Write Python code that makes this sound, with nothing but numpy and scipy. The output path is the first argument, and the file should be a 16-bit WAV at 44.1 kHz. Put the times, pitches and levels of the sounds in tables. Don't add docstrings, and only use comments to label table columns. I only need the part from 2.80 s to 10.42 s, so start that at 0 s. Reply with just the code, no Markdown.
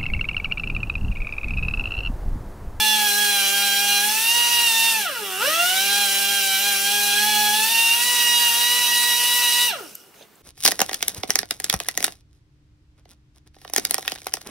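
import sys
import numpy as np
from scipy import signal
from scipy.fft import irfft, next_fast_len
from scipy.io import wavfile
from scipy.ndimage import uniform_filter1d

SR = 44100
rng = np.random.default_rng(int(sys.argv[2]) if len(sys.argv) > 2 else 0)


def digitize_waveform(pressure):
    field = np.atleast_2d(pressure).T
    bounded = np.clip(field, -1, 1)
    quanta = np.round(bounded * 32767).astype(np.int16)
    wavfile.write(sys.argv[1], SR, quanta)


N = 336042
T = np.arange(N) / SR
VANES = 4
PIPE_LAG_S = 0.02
AIR_FULL_DB = -23


def gain_of(db):
    return 10 ** (np.asarray(db) / 20)


def evened(x):
    return x / np.sqrt(np.mean(x ** 2) + 1e-20)


def read(points, hz):
    point_hz, value = np.transpose(points)
    return np.interp(np.log(hz + 1), np.log(point_hz + 1), value)


def curve(rows):
    time_s, value = np.transpose(rows)
    return np.interp(T, time_s, value)


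def wander(seconds):
    steps = rng.standard_normal(N // 64 + 2)
    size = max(round(seconds * SR / 64), 1)
    smooth = uniform_filter1d(uniform_filter1d(steps, size), size)
    return np.interp(np.arange(N) / 64, np.arange(len(steps)), evened(smooth))


def resonate(x, hz, width_hz):
    turn = np.exp(2j * np.pi * hz * T[:x.shape[-1]])
    pole = np.exp(-np.pi * width_hz / SR)
    return 2 * (turn * signal.lfilter([1 - pole], [1, -pole], x / turn)).real


# (frequency [Hz], correlation [0-1])
LIKENESS = [(40, 0.34), (200, 0.75), (3000, 0.68), (6000, 0.6), (11000, 0.38)]


def noise(tone, patchy_db):
    frames, hz = N // 128 + 5, np.fft.rfftfreq(512, 1 / SR)
    a, b, c, d, patches = rng.standard_normal((frames, 257, 5)).T
    patches = evened(uniform_filter1d(uniform_filter1d(patches, 6, 0), 20, 1))
    same = np.clip(read(LIKENESS, hz), -1, 1)[:, None]
    left = a + 1j * b
    right = same * left + np.sqrt(1 - same ** 2) * (c + 1j * d)
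    colour = gain_of(read(tone, hz)[:, None] + patchy_db * patches)
    spectrum = np.array([left, right]) * colour
    return evened(signal.istft(spectrum, nperseg=512, noverlap=384)[1][:, :N])


# (time [s], opening [0-1])
THROTTLE_LEVER = [(2.075, 1.0), (2.185, 0.87), (2.268, 0.27), (2.54, 0.36), (2.595, 0.6), (2.62, 0.96),
                  (2.72, 0.84), (3.0, 1.0)]


def throttle():
    shut_s, closing_s = 6.918, 0.053
    return np.clip(curve(THROTTLE_LEVER), 0, 1.1) * np.clip((shut_s - T) / closing_s, 0, 1)


def lag(opening, seconds):
    keep = np.exp(-1 / (seconds * SR))
    return 1 + signal.lfilter([1 - keep], [1, -keep], opening - 1)


# (time [s], speed [Hz])
LOADED_SPEED = [(0.0, 215), (0.12, 215.3), (0.32, 203.7), (0.43, 207.6), (0.63, 197.5), (0.8, 200.8),
                (0.94, 199.8), (1.02, 202), (1.21, 203.2), (1.55, 237.4), (1.83, 236.7), (1.93, 225.9),
                (2.06, 229.2), (3.13, 205.7), (3.21, 205.4), (3.3, 198.3), (3.55, 200.2), (3.64, 196.3),
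                (3.76, 193.9), (3.87, 202.3), (3.98, 196.8), (4.14, 204.4), (4.33, 202.7), (4.47, 211.4),
                (4.7, 208.8), (4.8, 215.3), (4.92, 229.4), (5.11, 231), (5.26, 242.6), (5.42, 238.8),
                (5.65, 238.1), (5.73, 233.8), (5.79, 237.5), (5.97, 243.2), (6.09, 239.5), (6.34, 240.7),
                (6.61, 242.3), (6.69, 240.1), (6.83, 242.4)]


def controls():
    rotor_lag_s, chamber_lag_s = 0.12, 0.056
    creep = 0.08
    starve = 0.079
    leak, leak_s = 0.36, 0.083
    pulse_full_db, spin_power, surge, drift_db = -22, 0.69, 3.4, 0.69
    air_db_per_hz, usual_hz, overrun_db = 0.02, 215, 18

    loaded_hz, opening = curve(LOADED_SPEED), throttle()
    spin, supply, chamber = (np.maximum(lag(opening, s), 1e-6)
                             for s in (rotor_lag_s, PIPE_LAG_S, chamber_lag_s))
    hz = loaded_hz * (creep + (1 - creep) * spin)

    pulses = spin ** spin_power * chamber * (1 + starve) / (chamber + starve)
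    pulses = pulses + surge * np.maximum(supply - spin, 0)
    pulse_db = pulse_full_db + 20 * np.log10(pulses) + drift_db * wander(0.22)

    flow = (1 - leak) * supply + leak * lag(lag(opening, leak_s), leak_s)
    air_db = AIR_FULL_DB + 20 * np.log10(abs(flow) + 1e-6)
    air_db = air_db + air_db_per_hz * (loaded_hz - usual_hz)
    air_db = air_db - overrun_db * np.maximum(spin - supply, 0)
    return hz, pulse_db, air_db


# (frequency [Hz], width where the level is 4 dB down [Hz], peak level [dB])
BODY_MODES = [(210.5, 9.9, -3.5), (318, 113, -9), (411, 10.6, -5), (548, 82, -10.5), (594, 22, -4.5),
              (703, 51, -6), (849, 40, -5), (950, 39, -9.5), (1363, 200, -2.5), (1650, 34, -2.5),
              (1754, 170, -10.5), (1928, 65, -7), (2340, 87, -10), (2428, 52, -10), (2645, 48, -3.5),
              (2778, 35, 4), (2819, 45, 0), (2957, 175, -3), (3184, 81, -9.5), (3315, 87, -3),
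              (3440, 40, -1), (3660, 57, -5), (3830, 59, -5), (4050, 300, -5.5), (4430, 190, -9),
              (4760, 26, -9.5), (5770, 820, -6.5), (10000, 718, -3)]


def body(hz):
    power = sum(gain_of(2 * db) / (1 + (2 * (hz - mode_hz) / width_hz) ** 2) ** 1.32
                for mode_hz, width_hz, db in BODY_MODES)
    return np.sqrt(power + gain_of(2 * -22))


# (shaft order [1], level before the common +2.06 dB [dB])
VANE_ORDERS = [(4, 0), (16, 0), (20, -2), (24, -8), (28, -9), (32, -15), (40, -22)]
# (shaft order [1], level [dB])
UNEVEN_ORDERS = [(1, -17), (2, -14.5), (3, -21), (5, -19.5), (7, -22), (9, -19.5), (11, -8.5), (13, -14),
                 (14, -13.5), (17, -12.5), (19, -13), (26, -13.5), (40, -11)]


def motor(hz, angle, pulse_db):
    out, step = np.zeros(N), np.arange(0, N, 64)
    soft = np.clip(1 - lag(throttle(), PIPE_LAG_S) / 0.325, 0, 1)
    glide = np.clip(abs(uniform_filter1d(np.gradient(hz), 2000)) * SR / 400, 0, 1)
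    for order in range(1, 41):
        overtone = order / VANES
        if order % VANES:
            db = read(UNEVEN_ORDERS, order) + min(0.54 * order, 3.2) * wander(0.046)
        else:
            db = read(VANE_ORDERS, order) + 2.06 - min(0.21 * order, 3.2) * wander(0.033) ** 2
        db = db - 4.13 * glide * abs(wander(0.018))
        db = db - 1.1 * glide * np.log2(overtone + 1)
        db = db - 3.9 * soft * np.log2(max(overtone, 1))
        colour = np.interp(np.arange(N), step, body(order * hz[step]))
        tone = np.cos(order * angle + 2 * np.pi * rng.random())
        out += np.sqrt(2) * gain_of(db) * colour * tone
    return out * gain_of(pulse_db)


# (frequency [Hz], relative density [dB per Hz])
HISS_TONE = [(24, -71), (40, -69), (158, -29), (218, -22), (273, -27), (398, -18.5), (906, -21.5),
             (1420, -18), (1820, -16), (2720, -3.5), (3580, -9.5), (5470, -4.5), (7020, -8), (9950, -4),
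             (15600, -14.5)]
# (frequency [Hz], resonance width per pass [Hz],
# level before the common -28.5 dB [dB], share of the air's level change in dB that it follows [1])
GEAR_RING = [(1436, 220, -22, 0.44), (2905, 160, -15, 0.57), (5570, 760, -10.5, 0.81),
             (10070, 410, -7, 4.8), (14030, 2150, -0.5, 1.04)]


def exhaust(angle, air_db):
    puffs = evened(1 + 0.12 * np.cos(angle) + 0.19 * np.cos(VANES * angle))
    tick_size = gain_of(1.7 * np.minimum(rng.exponential(1, (2, N)), 4))
    ticks = tick_size * (rng.random(N) < 600 / SR)
    grit = evened(resonate(resonate(ticks, 8600, 2400), 8600, 2400))
    hiss = noise(HISS_TONE, patchy_db=1.5) * puffs + gain_of(-16.5) * grit

    drive = noise([(20, 0.018), (20000, 0.0067)], patchy_db=3.0) * puffs
    ring = np.zeros((2, N))
    for hz, width_hz, db, share in GEAR_RING:
        mode = evened(resonate(resonate(drive, hz, width_hz), hz, width_hz))
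        ring += gain_of(db - 28.5 + share * (air_db - AIR_FULL_DB)) * mode
    return gain_of(air_db + 0.79 * wander(0.012)) * hiss + ring


# (time [s], peak level [dB], pitch [Hz], resonance width per pass [Hz])
HANDLING_CLICKS = [(7.151, -30, 7140, 2489), (7.153, -20.5, 12500, 3500), (7.3423, -45, 1900, 1500),
                   (7.418, -44, 3200, 400), (7.4246, -38, 3900, 600), (7.5543, -45, 7800, 1496)]
# (time [s], level [dB])
RUSTLE_LEVEL = [(7.339, -75), (7.343, -52), (7.38, -50), (7.425, -50), (7.46, -61)]
# (frequency [Hz], relative density [dB per Hz])
RUSTLE_COLOUR = [(150, -12), (500, -5), (2000, -7), (5000, -10), (15000, -18)]


def handling():
    out, t = np.zeros(N), T[:1500]
    for time_s, peak_db, hz, width_hz in HANDLING_CLICKS:
        burst = rng.standard_normal(1500) * np.exp(-t / 0.0026)
        click = resonate(resonate(burst, hz, width_hz), hz, width_hz)
        out[round(time_s * SR):][:1500] += gain_of(peak_db) * click / abs(click).max()
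    inside = (T > RUSTLE_LEVEL[0][0]) & (T < RUSTLE_LEVEL[-1][0])
    return out + noise(RUSTLE_COLOUR, patchy_db=4.5) * gain_of(curve(RUSTLE_LEVEL)) * inside


# (frequency [Hz], time to fall 60 dB [s])
ROOM_T60 = [(200, 0.38), (1500, 0.24), (5000, 0.27), (12000, 0.022)]


def room(x):
    taps = np.zeros((2, SR))
    at = np.arange(200, SR - 20, 20) + rng.integers(0, 20, (2, (SR - 201) // 20))
    np.put_along_axis(taps, at, rng.choice([-1., 1.], at.shape), 1)
    hz, t, spectrum = signal.stft(taps, SR, nperseg=256)
    decay = gain_of(-60 * t / read(ROOM_T60, hz)[:, None])
    tail = signal.istft(spectrum * decay, SR, nperseg=256)[1]
    return signal.fftconvolve(x[None], tail / np.linalg.norm(tail[0]), axes=1)[:, :N]


# (frequency [Hz], relative density [dB per Hz])
FLOOR_TONE = [(18, -83), (30, -50), (73, -34), (130, 2), (258, -14), (392, -1), (483, -9), (7580, -23),
              (15800, -19)]


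def workshop_floor():
    return gain_of(-53.5) * noise(FLOOR_TONE, patchy_db=1.0)


def scene():
    hz, pulse_db, air_db = controls()
    hz = hz * (1 + 0.00294 * wander(0.008))
    angle = 2 * np.pi * np.cumsum(hz) / SR
    whine = motor(hz, angle, pulse_db)
    quadrature = signal.hilbert(whine, next_fast_len(N))[:N].imag
    skew = gain_of(-14.5) * quadrature * [[1], [-1]]
    mix = whine + skew + gain_of(-11.0) * room(whine)
    return mix + exhaust(angle, air_db) + handling() + workshop_floor()


# (frequency [Hz], left minus right [dB])
STEREO_TILT = [(60, 3.5), (250, -3.5), (700, -0.5), (1400, 3), (2800, -4), (5000, -0.6), (10500, -0.5)]


def record(dry):
    mono_hz, edge_hz = 10900, 15770
    half_db = read(STEREO_TILT, np.fft.rfftfreq(1024, 1 / SR)) / 2
    taps = np.fft.fftshift(irfft(gain_of([half_db, -half_db])), 1) * np.hanning(1024)
    left, right = signal.oaconvolve(dry, taps, "same", axes=1)
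    narrow = signal.firwin(511, mono_hz, fs=SR)
    side = signal.oaconvolve((left - right) / 2, narrow, "same")
    side = side + 0.0027 * (left - right)
    pair = (left + right) / 2 + side * [[1], [-1]]
    band_limit = signal.firwin(2047, edge_hz, window=("kaiser", 6), fs=SR)
    return signal.oaconvolve(pair, band_limit[None], "same")


dry = scene()
out = record(dry)
digitize_waveform(out)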